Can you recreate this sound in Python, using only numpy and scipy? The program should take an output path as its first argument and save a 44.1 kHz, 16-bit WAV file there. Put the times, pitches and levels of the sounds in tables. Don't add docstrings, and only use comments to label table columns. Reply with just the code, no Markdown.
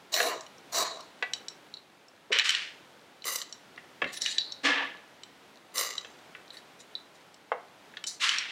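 import sys
import numpy as np
from scipy import signal
from scipy.fft import rfft, irfft, next_fast_len
from scipy.io import wavfile

SR = 44100
rng = np.random.default_rng(int(sys.argv[2]) if len(sys.argv) > 2 else 0)


def unload_wav(signal):
    wavfile.write(
        sys.argv[1],
        SR,
        np.round(np.clip(np.atleast_2d(signal).T, -1, 1) * 32767).astype(np.int16),
    )


N = 375291

# [start_s, rise_s, hold_s, fade_t60_s (at fade speed 1), level_db,
# pressure_db (extra level of the bowl register)]
PLUNGES = [(0.118, .028, 0.15, 0.34, -31.5, -4.5), (0.719, 0.041, 0.045, 0.49, -32.5, 0.5)]
# [level_db, drift_db_per_s (while held), fade_speed (times)]
PLUNGE_REGISTERS = [(-1.5, 61, .9), (-6.5, 11, 1.02), (-0.5, -77, 0.83), (-0.5, -61, 0.99), (-9, -30, 2.5)]
# [pitch_hz, width_hz, level_db (relative)]
PRESSED_SPOON = [(496, 194, -4.5), (643, 85, 4.5), (1046, 200, 1.5), (1835, 380, -1), (2140, 140, -9),
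                 (2850, 160, -4), (3926, 210, 0), (4220, 90, 1), (4620, 170, -8), (5850, 430, -12),
                 (6760, 250, -11), (7130, 390, -12.5), (7970, 220, -14), (8970, 420, -16.5),
                 (10200, 570, -16), (12060, 140, -10), (13300, 360, -11.5), (15100, 280, -18),
                 (15600, 200, -38)]


def plunges():
    roughness = amp(0.9 * wobble(110))
    force = grit(rate=2000, spread_db=0, smooth=1.0) * roughness
    gains = pushes(PLUNGES, PLUNGE_REGISTERS)
    return scrape(force, PRESSED_SPOON, [1500, 3250, 4570, 8760], gains, shifting_db=3.0, rub_db=-41)


# [start_s, rise_s, hold_s, fade_t60_s (at fade speed 1),
# level_db, pressure_db (extra level of the bowl register)]
SWEEPS = [(3.244, .028, .09, .38, -33, -0.5), (5.738, 0.056, 0.0058, 0.56, -31, 0)]
# [level_db, drift_db_per_s (while held), fade_speed (times)]
SWEEP_REGISTERS = [(-2.5, -83, 0.97), (-1, -53, 0.94), (-3, -53, 2.1)]
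# [pitch_hz, width_hz, level_db (relative)]
SLIDING_SPOON = [(517, 150, -7), (1158, 185, -2), (1997, 137, 0.5), (2900, 145, 2.5), (3970, 350, 5),
                 (4780, 150, 6.5), (5440, 170, 0.5), (6150, 520, 4), (7250, 180, 5.5), (8900, 320, -6),
                 (10400, 270, -12.5), (12200, 170, -7), (13700, 370, -16), (14800, 250, -18),
                 (15600, 200, -36)]


def sweeps():
    roughness = amp(1.2 * wobble(120))
    force = grit(rate=1800, spread_db=-5.0, smooth=0.8) * roughness
    gains = pushes(SWEEPS, SWEEP_REGISTERS)
    return scrape(force, SLIDING_SPOON, [2500, 8700], gains, shifting_db=0.5, rub_db=-47)


# [start_s, rise_s, hold_s, fade_t60_s, level_db,
# centre_hz, focus_db_per_octave]
DRAGS = [(4.055, .02, .02, .3, -41.5, 3100, 13), (4.12, 0.017, .01, 0.091, -38.5, 6500, 4.5),
         (4.155, 0.019, .005, 0.085, -41.5, 6500, 0.5), (4.203, 0.016, .14, 0.16, -24.5, 5070, 18),
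         (4.25, 0.0071, 0.13, 0.23, -38, 2200, 31), (4.393, .01, 0.19, 0.22, -33, 4100, 48),
         (6.519, .02, 0.04, 0.19, -55.5, 6500, 1), (6.785, .02, .003, 0.11, -51, 6000, 7),
         (7.135, .02, .003, 0.13, -58, 6500, 8), (8.064, 0.0082, 0.0039, .24, -28.5, 6500, 16)]
# [pitch_hz, level_db]
DRAG_REGISTERS = [(2200, 0.5), (4100, -4.5), (6500, -4.5), (11500, -7)]


def drags():
    peaks = [(hz, 0.067 * hz, db) for hz, db, t60 in SPOON_MODES]
    peaks.append((1960, 280, -7.0))
    force = grit(rate=2500, spread_db=1.5, smooth=1.0)
    gains = 0
    for start, rise, hold, fade, level_db, centre_hz, focus in DRAGS:
        register_gains = amp(voiced(level_db, centre_hz, focus, DRAG_REGISTERS))
        movement = stroke(start, rise, hold, fade, drift_db_per_s=-90)
        gains = gains + np.outer(register_gains, movement)
    return scrape(force, peaks, [3400, 5000, 9300], gains, shifting_db=4.0, rub_db=-41)


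# [start_s, rise_s, slide_s, fade_t60_s (before extra fading of
# the low end), rustle_db, clumps_db, bowl_db, brightness_db, dulling_db_per_s]
TUMBLES = [(2.315, .01, 0.1, 0.069, -25, -1, -49, -7.5, 50),
           (2.435, 0.02, 0.17, 0.44, -27.5, 1, -82, 2.5, 40),
           (4.632, 0.025, 0.17, 0.45, -26, 2, -29, 2.5, 114),
           (8.196, 0.043, 0.27, .4, -25.5, 3.5, -54, 5, 45)]
# [pitch_hz, level_db (relative, per Hz)]
RICE_COLOUR = [(200, -60), (720, -65), (850, -14.5), (1100, -4), (1800, 1.5), (3000, 2.5), (4400, -3.5),
               (5300, -7), (7000, -13), (9000, -21), (11000, -34), (13000, -39), (15500, -49)]


def tumbles():
    rough = grit(rate=3500, spread_db=2, smooth=1.0)
    grains = unit(filtered(rough, lambda f: amp(along(RICE_COLOUR, f))))
    heavy, *light = split(grains, [1450, 3700, 6100, 8800])

    patter = grit(rate=1500, spread_db=1.5, smooth=0.8)
    bowl_peaks = [(hz, 3.4 / t60, db) for hz, db, t60 in BOWL_MODES]
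    ringing = unit(resonate(patter, bowl_peaks, shifting_db=0.5))
    thud_peaks = [(280, 25, 11), (484, 2100, -21.0), (900, 330, 5.5), (1722, 19, 14)]
    thudding = unit(resonate(patter, thud_peaks, shifting_db=4.5))
    drumming = amp(2.0) * ringing + amp(-3.0) * thudding

    out = np.zeros(N)
    for start, rise, slide, fade, rustle_db, clumps_db, bowl_db, bright_db, dulling in TUMBLES:
        flow = amp(rustle_db) * stroke(start, rise, slide, fade, drift_db_per_s=-52.5)
        drum_gain = amp(bowl_db) * stroke(start, rise, slide, fade, drift_db_per_s=-55)
        clump_gain = amp(clumps_db) * np.minimum(flow / amp(-24.5), 1) ** 0.77
        rustle = clump_gain * heavy
        sliding_s = np.clip(np.arange(N) / SR - start, 0, slide)
        treble_db = bright_db - dulling * sliding_s
        for share, band in zip([0, .55, 1, 1.45], light):
            rustle += amp(share * treble_db) * band
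        out += flow * rustle + drum_gain * drumming
    return out


# [start_s, level_db, centre_hz, focus_db_per_octave]
TAPS = [(0.1401, -26.5, 4100, 10.5), (0.4081, -42, 5300, 25), (0.464, -52, 2680, 3.5),
        (0.5818, -56.5, 5950, 32), (1.0067, -50, 7250, 6), (1.3346, -27, 4080, 13.5),
        (1.483, -30, 4800, 26), (1.7395, -32.5, 4300, 46), (1.7697, -38, 3970, 53), (2.0832, -57, 6000, 24),
        (2.3288, -26, 2880, 10), (2.3868, -24.5, 2700, 6.5), (2.3958, -17, 3300, 22.5),
        (2.4921, -24.5, 2700, 5), (2.5044, -29, 2700, 5), (2.5488, -21.5, 3210, 21), (3.221, -40, 3860, 38),
        (3.2419, -42, 2570, 5), (3.3589, -28, 7900, 14), (3.4158, -33.5, 3860, 14),
        (3.5251, -32.5, 4760, 27), (4.2183, -29, 6330, 12), (4.2604, -27.5, 2700, 10),
        (4.3824, -17.5, 4060, 31), (4.5212, -25, 4590, 43), (5.2341, -42, 3700, 12.5), (5.78, -29, 6800, 9),
        (5.8, -45, 7000, -2), (5.9799, -25, 3930, 29.5), (6.5044, -35.5, 3810, 46), (6.5689, -38, 3880, 45),
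        (6.9523, -25, 3930, 61), (7.3428, -56.5, 5500, 5), (8.0398, -35.5, 3070, 7),
        (8.2914, -24.5, 2700, 7), (8.3839, -24.5, 4870, 20)]
# [pitch_hz, level_db]
TAP_REGISTERS = [(2700, 0.6), (4100, -3.3), (6000, 1.3), (11000, -10.5)]
# [pitch_hz, level_db (relative), t60_s]
SPOON_MODES = [(1820, -12, 0.0097), (2370, -13, 0.0093), (2994, -9, 0.027), (3960, 7, 0.03),
               (4200, 3.5, 0.015), (4496, -6.5, 0.05), (5530, -8, 0.033), (5844, -7, 0.016),
               (7110, -9, 0.012), (7850, -16, 0.025), (9940, -25, 0.009), (11900, -33.5, 0.009),
               (13600, -47, .02)]


def taps():
    return strikes(contacts(TAPS, TAP_REGISTERS), SPOON_MODES, [3400, 4500, 9000],
                   crack_db=-7, crack_t60=0.018, attack=0.00068, room_db=-11.5)


# [start_s, level_db, centre_hz, focus_db_per_octave]
KNOCKS = [(0.2013, -24, 1820, 5), (1.2247, -27, 2150, 6), (2.3039, -34.5, 480, 12),
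          (3.7763, -41.5, 1810, 10.5), (4.0173, -26.5, 1700, 6), (4.0233, -29.5, 1390, 8),
          (4.0415, -31, 2200, 10), (6.0466, -43.5, 4000, 3.5), (6.3489, -43, 1960, 11),
          (7.5172, -19, 900, 14.5), (7.5225, -30, 680, 11), (7.9373, -49, 2180, 11),
          (7.9693, -32, 3250, 14)]
# [pitch_hz, level_db]
KNOCK_REGISTERS = [(450, 0.5), (780, -6.5), (1150, -6), (2000, 1), (4000, -3.5)]
# [pitch_hz, level_db (relative), t60_s]
BOWL_MODES = [(293, -23, 0.082), (376, -9, 0.06), (491, 2, 0.087), (679, -3, 0.083), (738, -3, 0.085),
              (802, -3, 0.075), (935, -7.5, 0.028), (1127, 1.5, 0.046), (1470, -0.5, 0.09),
              (1740, 9.5, 0.037), (1930, 5, 0.054), (2097, 2.5, 0.054), (2285, -2.5, 0.11),
              (2654, 1.5, 0.066), (2740, -1, 0.036), (3260, -5.5, 0.043), (3810, -11, 0.037),
              (5640, -26, 0.053)]


def knocks():
    return strikes(contacts(KNOCKS, KNOCK_REGISTERS), BOWL_MODES, [580, 970, 1350, 3070],
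                   crack_db=1.0, crack_t60=0.036, attack=0.00093, room_db=-10.5)


# [start_s, low_db, hollow_db]
BUMPS = [(2.316, -76, -43), (2.358, -68, -41), (4.030, -45, -42), (4.055, -42, -39), (4.078, -54, -65)]
# [pitch_hz, level_db (relative), t60_s]
PLATE_MODES = [(108, 0, 0.1), (163, -9, 0.06), (200, 9.5, 0.06), (248, 3, 0.059), (278, 4.5, 0.088),
               (430, -3, 0.062), (553, 2, 0.08)]


def bumps():
    return strikes(BUMPS, PLATE_MODES, [350],
                   crack_db=-12, crack_t60=0.034, attack=0.0018, room_db=-14.0)


# [pitch_hz, t60_s]
KITCHEN_DECAY = [(200, 0.35), (800, 0.38), (2000, 0.36), (4000, 0.25), (8000, 0.23), (15000, 0.14)]


def kitchen(x):
    hz, t, z = signal.stft(rng.standard_normal(len(x)), SR, nperseg=256)
    fading = amp(-60 * t / along(KITCHEN_DECAY, hz)[:, None])
    tail = signal.istft(z * fading, SR, nperseg=256)[1]
    tail[:int(.004 * SR)] = 0
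    return signal.fftconvolve(x, tail / np.linalg.norm(tail))[:len(x)]


# [pitch_hz, level_db (relative, per Hz)]
AIR_COLOUR = [(15, -85), (25, -52), (59, -20.5), (123, -6.5), (189, -2.5), (248, -3), (276, -1), (449, -2),
              (834, -2.5), (1180, -6), (1360, -5), (2590, -9.5), (3300, -10), (4570, -15), (15800, -31.5)]
# [time_s, level_db]
AIR_LEVEL = [(0, -52), (.6, -50), (1.1, -50.5), (1.5, -50), (2.0, -55), (2.25, -55.5), (2.8, -51.5),
             (3.2, -53), (3.7, -51), (5.1, -51.5), (5.7, -52), (6.2, -51), (7.2, -51.5), (7.47, -54.5),
             (7.8, -52), (8.51, -53.5)]


def room_noise():
    level = amp(curves(AIR_LEVEL)[0] + 0.7 * wobble(8))
    air = unit(filtered(rng.standard_normal(N), lambda f: amp(along(AIR_COLOUR, f))))
    ticks = grit(rate=18, spread_db=3, smooth=0)
    crumbs = unit(resonate(ticks, [(4000, 600, 0), (5800, 700, -6)], shifting_db=2))
    return level * (amp(-4.0) * air + amp(-24.5) * crumbs)


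def grit(rate, spread_db, smooth):
    happens = rng.random(N) < rate / SR
    size = amp(spread_db * np.clip(rng.standard_normal(N), -2, 2))
    slips = happens * rng.standard_normal(N) * size
    return unit(unit(slips) + smooth * rng.standard_normal(N))


def scrape(force, peaks, edges_hz, gains, shifting_db, rub_db):
    rub = filtered(force, lambda f: f ** 2 / (f ** 2 + 400 ** 2))
    sound = resonate(force, peaks, shifting_db) + amp(rub_db) * rub
    registers = split(sound, edges_hz)
    return sum(gain * unit(part) for gain, part in zip(gains, registers))


def resonate(x, peaks, shifting_db):
    out = np.zeros(N)
    for hz, width, db in peaks:
        b, a = signal.iirpeak(hz, hz / (1.5 * width), SR)
        ringing = signal.lfilter(b, a, signal.lfilter(b, a, x))
        out += ringing * amp(db + shifting_db * wobble(22))
    return out


def strikes(rows, modes, edges_hz, crack_db, crack_t60, attack, room_db):
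    out, t = np.zeros(N + SR), np.arange(SR // 3) / SR
    head = int(.008 * SR)
    hz, level, t60 = np.transpose(modes)[:, :, None]
    register = np.searchsorted(edges_hz, hz[:, 0])
    band_hz = [.7 * hz.min(), min(1.3 * hz.max(), .45 * SR)]
    radiation = signal.butter(3, band_hz, "band", fs=SR, output="sos")
    colour = [mode[:2] for mode in modes]
    noise = signal.sosfilt(radiation, rng.standard_normal(N + SR))
    hiss = split(filtered(noise, lambda f: amp(along(colour, f))), edges_hz)
    for s, *levels in rows:
        start = round(s * SR)
        size, detune, phase = rng.standard_normal((3, len(modes), 1))
        tones = np.sin(2 * np.pi * (hz * (1 + 0.012 * detune) * t + phase))
        rings = amp(level + 4 * size - 60 * t / t60) * tones
        hit = np.zeros(len(t))
        for k, db in enumerate(levels):
            crack = hiss[k, start:start + len(t)] * amp(-60 * t / crack_t60)
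            ring = rings[register == k].sum(axis=0)
            part = ring / (np.std(ring[:head]) + 1e-9)
            part += amp(crack_db) * crack / np.std(crack[:head])
            part *= 1 - np.exp(-(t / attack) ** 2)
            hit += amp(db) * part / np.std(part[:head])
        hit = signal.sosfilt(radiation, hit)
        out[start:start + len(t)] += hit + amp(room_db) * kitchen(hit)
    return out[:N]


def stroke(start, rise, hold, fade_t60, drift_db_per_s):
    t = np.arange(N) / SR - start
    held = np.clip(t - rise, 0, hold)
    after = np.maximum(t - rise - hold, 0)
    return np.clip(t / rise, 0, 1) * amp(drift_db_per_s * held - 60 * after / fade_t60)


def pushes(rows, registers):
    gains = []
    for k, (register_db, drift, speed) in enumerate(registers):
        gain = np.zeros(N)
        for start, rise, hold, fade, level_db, pressure_db in rows:
            db = level_db + register_db + (pressure_db if k == 0 else 0)
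            gain += amp(db) * stroke(start, rise, hold, fade / speed, drift)
        gains.append(gain)
    return gains


def voiced(level_db, centre_hz, focus, registers):
    return [level_db + db - focus * abs(np.log2(hz / centre_hz)) for hz, db in registers]


def contacts(rows, registers):
    return [(s, *voiced(db, hz, focus, registers)) for s, db, hz, focus in rows]


def amp(db):
    return 10 ** (np.asarray(db) / 20)


def unit(x):
    return x / np.sqrt(np.mean(x ** 2) + 1e-20)


def along(points, hz):
    f, v = np.transpose(points)
    return np.interp(np.log(hz + 1), np.log(f + 1), v)


def curves(rows):
    s, *cols = np.transpose(rows)
    return [np.interp(np.arange(N) / SR, s, c) for c in cols]


def wobble(rate):
    knots = rng.standard_normal(int(N * rate / SR) + 2)
    return np.interp(np.arange(N, dtype=float), np.arange(len(knots)) * SR / rate, knots)


def filtered(x, response):
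    m = next_fast_len(len(x) + 8192)
    return irfft(rfft(x, m) * response(np.fft.rfftfreq(m, 1 / SR)), m)[:len(x)]


def split(x, edges_hz):
    below = [filtered(x, lambda f: 1 / (1 + (f / edge) ** 16)) for edge in edges_hz]
    return np.diff([np.zeros_like(x), *below, x], axis=0)


def scene():
    spoon_in_rice = plunges() + sweeps() + drags() + tumbles()
    hits = taps() + knocks() + bumps()
    return (spoon_in_rice + hits + room_noise())[None]


def record(dry):
    top_hz = 15830
    return np.array([filtered(channel, lambda hz: hz < top_hz) for channel in dry])


dry = scene()
out = record(dry)
unload_wav(out)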